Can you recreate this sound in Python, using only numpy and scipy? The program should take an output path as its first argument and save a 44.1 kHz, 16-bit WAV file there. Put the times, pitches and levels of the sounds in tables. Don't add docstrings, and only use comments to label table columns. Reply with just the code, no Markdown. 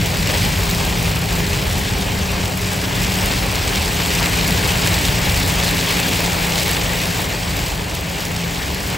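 import sys
import numpy as np
from scipy import signal
from scipy.fft import rfft, irfft, next_fast_len
from scipy.io import wavfile
from scipy.ndimage import uniform_filter1d

SR = 44100
rng = np.random.default_rng(int(sys.argv[2]) if len(sys.argv) > 2 else 0)


def amplitude_ratio(level_db):
    exponent = np.asarray(level_db, float) / 20
    return 10 ** exponent


def master(y):
    cut = np.clip(np.atleast_2d(y).T, -1, 1)
    pcm = np.round(cut * 32767)
    wavfile.write(sys.argv[1], SR, pcm.astype(np.int16))


N = 395577

# t/s, level/dB
RAIN_STRENGTH = [(0.0, -27.5), (0.05, -25.5), (0.47, -22.5), (0.5, -24.5), (1.1, -24.5), (1.15, -27.5),
                 (1.35, -25), (2.55, -27.5), (3.37, -22.5), (3.47, -25), (4.19, -22.5), (5.87, -22),
                 (7.04, -23.5), (7.37, -27.5), (7.57, -25.5), (7.82, -29.5), (8.94, -27), (8.97, -31)]
# f/Hz, density/dB
RAIN_COLOUR = [(220, 6.5), (300, 3), (500, -0.53), (850, -1.5), (1300, -7.5), (1800, -4.5), (2500, -3),
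               (3500, -7), (5000, -9), (6200, -13), (8500, -11.5), (11000, -16), (14000, -14),
               (15600, -14.5)]
# f/Hz, half-width/Hz, gain/dB
CABIN_DIPS = [(222, 7.9, -18.5), (348, 19, -3.5)]
# low f/Hz, high f/Hz, rate/(1/s), burst/ms, size spread/dB, level/dB
DROP_KINDS = [
    (500, 3600, 1000, 3.2, 2, -7.5),
    (3970, 10000, 450, 1.8, 3.5, -5.5),
    (9500, 13000, 170, 0.85, 3.5, -3),
    (2830, 5700, 320, 1.7, 3.5, -7),
]
# t/s, peak/dB, dull share/dB
SPLATS = [(0.059, -9, -15), (0.2254, -11, -8), (0.2725, 1, -10), (0.634, -12, -9), (1.101, -17, -11),
          (1.5327, -11, -14), (2.4561, -11, 1), (3.039, -12, -6), (3.556, -8, -5), (3.7576, -4, -14),
          (3.8576, -12, -10), (4.0327, -14, -6), (4.06, -8, -7), (4.3316, -11, -1), (4.477, -4, -16),
          (4.5072, -3, 0), (4.719, -5.5, -11), (4.8737, -8, -1), (5.051, -6, -12), (5.2964, -4.5, -9),
          (5.3737, -10, 0), (5.482, -5.5, -3), (5.5997, -14, 11), (5.6445, -15, -4), (5.8092, -14, -2),
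          (6.091, -14, 0), (6.5203, -18, -8), (6.6927, -11, -2), (8.2526, -10, -15), (8.364, -9, -14)]
# t/s, level/dB
ROAD_ROUGHNESS = [(0, -22.5), (1.2, -24), (1.7, -22.5), (2.6, -26.5), (3.4, -23), (3.9, -25), (5.1, -22),
                  (5.7, -26), (6.5, -28.5), (7.4, -26.5), (8.2, -29.5), (8.97, -26.5)]
# f/Hz, density/dB
RUMBLE_COLOUR = [(15, -35), (27, -14), (40, 3.5), (55, 2.5), (95, 4), (130, -1.5), (160, -2.5), (195, -1),
                 (215, -7.5), (235, -11), (320, -29), (550, -90)]
# t/s, f/Hz
TOP_GEAR_TURNS = [(0, 28.6), (.4, 28.36), (3.6, 28.42), (3.93, 28.55), (6, 28.65), (7.2, 28.62),
                  (7.9, 28.42), (8.97, 28.3)]
# t/s, level/dB
THROTTLE = [(0, -26.5), (1.6, -26.5), (4.8, -27), (5.8, -27), (6.5, -26.5), (7.9, -33.5), (8.5, -28),
            (8.7, -57), (8.97, -38)]
# multiple of crankshaft rate, level/dB
ENGINE_ORDERS = [(2, -7), (3, 2), (4, -4), (5, -4.5), (6, -1.6), (7, -5)]
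# f/Hz, gain/dB
CABIN_GAIN = [(60, -7), (90, -14.5), (113, -2), (145, -6), (172, 1), (186, 4), (205, -26), (240, -31)]
# t/s, whine level/dB
TORQUE = [(0, -47), (.8, -38), (2, -37.5), (2.8, -36), (5.4, -40.5), (6.6, -47), (8, -42), (8.97, -41)]
# t/s, f/Hz, peak/dB, t60/s
BOOMS = [
    (.41, 76, -18, .56),
    (1.58, 79.5, -14, .5),
    (2.6, 96, -19, .7),
    (3.77, 80, -9, .31),
    (4.4, 56, -18, .6),
    (4.85, 92, -14, .36),
    (5.55, 95, -21, .5),
    (8.6, 66, -19, .94),
]
# f/Hz, correlation
PORT_LIKENESS = [(40, .997), (90, .98), (130, .94), (200, .85), (320, .65), (420, .78), (680, .5),
                 (850, .56), (1100, .42), (1500, .15), (1800, .5), (2200, .82), (2600, .89), (3000, .945),
                 (3400, .97), (3600, 1)]
# f/Hz, left minus right/dB
PORT_LEAN = [(60, -.5), (140, 1), (230, .1), (420, 2.5), (800, 1), (1200, 3), (1650, 7), (2100, 2.5),
             (2700, 0)]
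# start t/s, end t/s
STRICT_SPANS = [(2.4, 4.33), (6.9, 9.5)]

DOWN_S, UP_S, SHIFT_S, LOW_GEAR_RATIO = 1.56, 3.875, .115, 1.294
PORT_TURN_HZ, FOLD_HZ = 3848, 7696


def evened(x):
    return x / np.sqrt(np.mean(x ** 2) + 1e-20)


def read(points, hz):
    f_hz, value = np.transpose(points)
    return np.interp(np.log(hz + 1), np.log(f_hz + 1), value)


def curve(rows):
    t_s, value = np.transpose(rows)
    return np.interp(np.arange(N) / SR, t_s, value)


def between(t_s, start_s, end_s, ramp_s):
    return np.clip(np.minimum(t_s - start_s, end_s - t_s) / ramp_s + .5, 0, 1)


def drift(per_s):
    knots = rng.standard_normal(4000)
    return evened(np.interp(np.arange(N) / SR * per_s, np.arange(4000), knots))


def shaped(x, gain):
    size = next_fast_len(N)
    spectrum = rfft(x, size) * gain(np.fft.rfftfreq(size, 1 / SR))
    return irfft(spectrum, size)[..., :N]


def band(x, low_hz, high_hz):
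    return shaped(x, lambda hz: 1 / np.sqrt((1 + (low_hz / (hz + 1)) ** 4) * (1 + (hz / high_hz) ** 4)))


def burst(ms):
    u = np.arange(600) / (SR * ms / 1000)
    return (1 - np.exp(-u / .08)) * np.exp(-u)


def wash():
    real, imag = rng.standard_normal((2, 2, 257, N // 128 + 5))
    patches = rng.standard_normal(real.shape[1:])
    patches = uniform_filter1d(patches, 9, 0)
    patches = evened(uniform_filter1d(patches, 16, 1))
    spray = (real + 1j * imag) * amplitude_ratio(1.48 * patches)
    return evened(signal.istft(spray, nperseg=512, noverlap=384)[1][:, :N])


def patter():
    gust_db = 1.1 * drift(30.)
    out = np.zeros((2, N))
    for low_hz, high_hz, per_s, ms, spread_db, db in DROP_KINDS:
        size = amplitude_ratio(spread_db * np.minimum(rng.exponential(1, N), 2.8))
        bunching_db = gust_db + (1.2 + low_hz / 5000) * drift(19.)
        hits = size * (rng.random(N) < amplitude_ratio(bunching_db) * per_s / SR)
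        opening = evened(signal.oaconvolve(hits, burst(ms))[:N])
        out += amplitude_ratio(db) * band(opening * rng.standard_normal((2, N)), low_hz, high_hz)
    return out


def rain():
    strength_db = curve(RAIN_STRENGTH)
    roar_follows, mean_rain_db = 0.68, -25.5
    roar_db = 0.77 - (1 - roar_follows) * (strength_db - mean_rain_db)
    wet = amplitude_ratio(-4.5) * wash() + patter()
    wet = shaped(wet, lambda hz: amplitude_ratio(read(RAIN_COLOUR, hz)) / np.sqrt(1 + (210 / (hz + 1)) ** 8))
    wet = shaped(wet, lambda hz: amplitude_ratio(sum(db / (1 + ((hz - f) / w) ** 2) for f, w, db in CABIN_DIPS)))
    roar = shaped(wet, lambda hz: 1 / (1 + (hz / 1600) ** 4))
    bright = wet - roar
    return amplitude_ratio(strength_db + 1.32) * (bright + amplitude_ratio(roar_db) * roar) / np.std(bright)


def tyres():
    noise = shaped(rng.standard_normal((2, N)), lambda hz: amplitude_ratio(read(RUMBLE_COLOUR, hz)))
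    lumps_db = 0.7 * drift(9.)
    return amplitude_ratio(curve(ROAD_ROUGHNESS) + lumps_db + 1.32) * evened(noise)


def engine():
    t_s = np.arange(N) / SR
    low = between(t_s, DOWN_S, UP_S, SHIFT_S)
    since_s = np.minimum(abs(t_s - DOWN_S), abs(t_s - UP_S))
    flare = .03 * np.exp(-since_s / .12)
    turns_hz = curve(TOP_GEAR_TURNS) * (1 + low * (LOW_GEAR_RATIO - 1 + flare))
    load_db = curve(THROTTLE) - 3.5 * low
    angle = 2 * np.pi * np.cumsum(turns_hz * (1 + .0012 * drift(6.))) / SR
    out = np.zeros(N)
    for order, db in ENGINE_ORDERS:
        level_db = load_db + db + read(CABIN_GAIN, order * turns_hz) + 0.17 * drift(2.3)
        out += np.sqrt(2) * amplitude_ratio(level_db) * np.sin(order * angle + order ** 2)
    return out


def whine():
    teeth_per_turn = 14.36
    hz = teeth_per_turn * curve(TOP_GEAR_TURNS) * (1 + 0.0019 * drift(14.))
    level_db = curve(TORQUE) + 1.26 * drift(8.3)
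    return np.sqrt(2) * amplitude_ratio(level_db) * np.sin(2 * np.pi * np.cumsum(hz) / SR)


def splats():
    t_s, peak_db, dull_db = np.transpose(SPLATS)
    treble_db = -4 - .5 * (peak_db - peak_db.mean())
    shares = [(dull_db + 3.5, 1500, 4000), (0, 4000, 8000), (treble_db, 8000, 16500)]
    out = np.zeros(N)
    for share_db, low_hz, high_hz in shares:
        hits = np.zeros(N)
        hits[np.round(t_s * SR).astype(int)] = amplitude_ratio(np.minimum(peak_db + share_db, -8) - 7)
        noise = evened(band(rng.standard_normal(N), low_hz, high_hz))
        out += signal.oaconvolve(hits, burst(1.75))[:N] * noise
    return out


def booms():
    out, t_s = np.zeros(N + SR), np.arange(SR) / SR
    for start_s, hz, db, t60_s in BOOMS:
        envelope = amplitude_ratio(db - 60 * t_s / t60_s) * (1 - np.exp(-t_s / 0.031))
        out[round(start_s * SR):][:SR] += envelope * np.sin(2 * np.pi * hz * t_s)
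    return out[:N]


def ports(near, other):
    def same(hz):
        return np.where(hz > FOLD_HZ, .84, read(PORT_LIKENESS, hz))

    def lead(hz):
        return np.exp(2j * np.pi * np.maximum(hz - FOLD_HZ, 0) / PORT_TURN_HZ)

    left = shaped(near, lambda hz: amplitude_ratio(read(PORT_LEAN, hz) / 2))
    right = shaped(near, lambda hz: same(hz) * lead(hz))
    right = right + shaped(other, lambda hz: np.sqrt(1 - same(hz) ** 2))
    return np.array([left, shaped(right, lambda hz: amplitude_ratio(-read(PORT_LEAN, hz) / 2))])


def scene():
    near, other = rain() + tyres()
    noises = ports(near + splats(), other)
    return noises + booms() + engine() * amplitude_ratio([[.7], [-.7]]) + whine() * amplitude_ratio([[2.2], [-5.]])


def fold_weak_stereo(x):
    hz, t_s, z = signal.stft(x, SR, nperseg=2048, noverlap=1024)
    both = np.array([z[0] + z[1], z[0] - z[1]]) / 2
    starts = np.r_[0, 96:160:12, 160:416:32, 416:480:16, 480:576:32, 576:656:16, 656, 672:len(hz):32]
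    power = np.add.reduceat(abs(both) ** 2, starts, axis=1)
    low_hz = hz[starts]
    upper_db = np.array([[-4.9], [-5.2]]) + np.array([[-1.2], [0]]) * (low_hz > 12000) + 2.1 * (low_hz > 14400)
    bar_db = np.where(low_hz < 3500, -10, upper_db)[..., None]
    waver_db = 1.2 * uniform_filter1d(rng.standard_normal(power.shape), 2)
    easy_db, tight_db = -.5, 1.6
    strict = sum(between(t_s, *span, .2) for span in STRICT_SPANS)
    strict_db = (easy_db + (tight_db - easy_db) * strict) * np.array([[[1]], [[.4]]])
    bar_db = bar_db + waver_db + strict_db
    kept = (power > amplitude_ratio(bar_db) ** 2 * power[::-1]) | (starts == 0)[:, None]
    band_of_bin = np.searchsorted(starts, np.arange(len(hz)), "right") - 1
    mid, side = both * kept[:, band_of_bin]
    return signal.istft(np.array([mid + side, mid - side]), SR, nperseg=2048, noverlap=1024)[1][:, :N]


def low_pass(x):
    return signal.sosfilt(signal.butter(12, 17080, fs=SR, output="sos"), x)


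def record(dry):
    limited = shaped(dry, lambda hz: hz < 15780)
    mix = fold_weak_stereo(limited)
    return low_pass(mix)


dry = scene()
out = record(dry)
master(out)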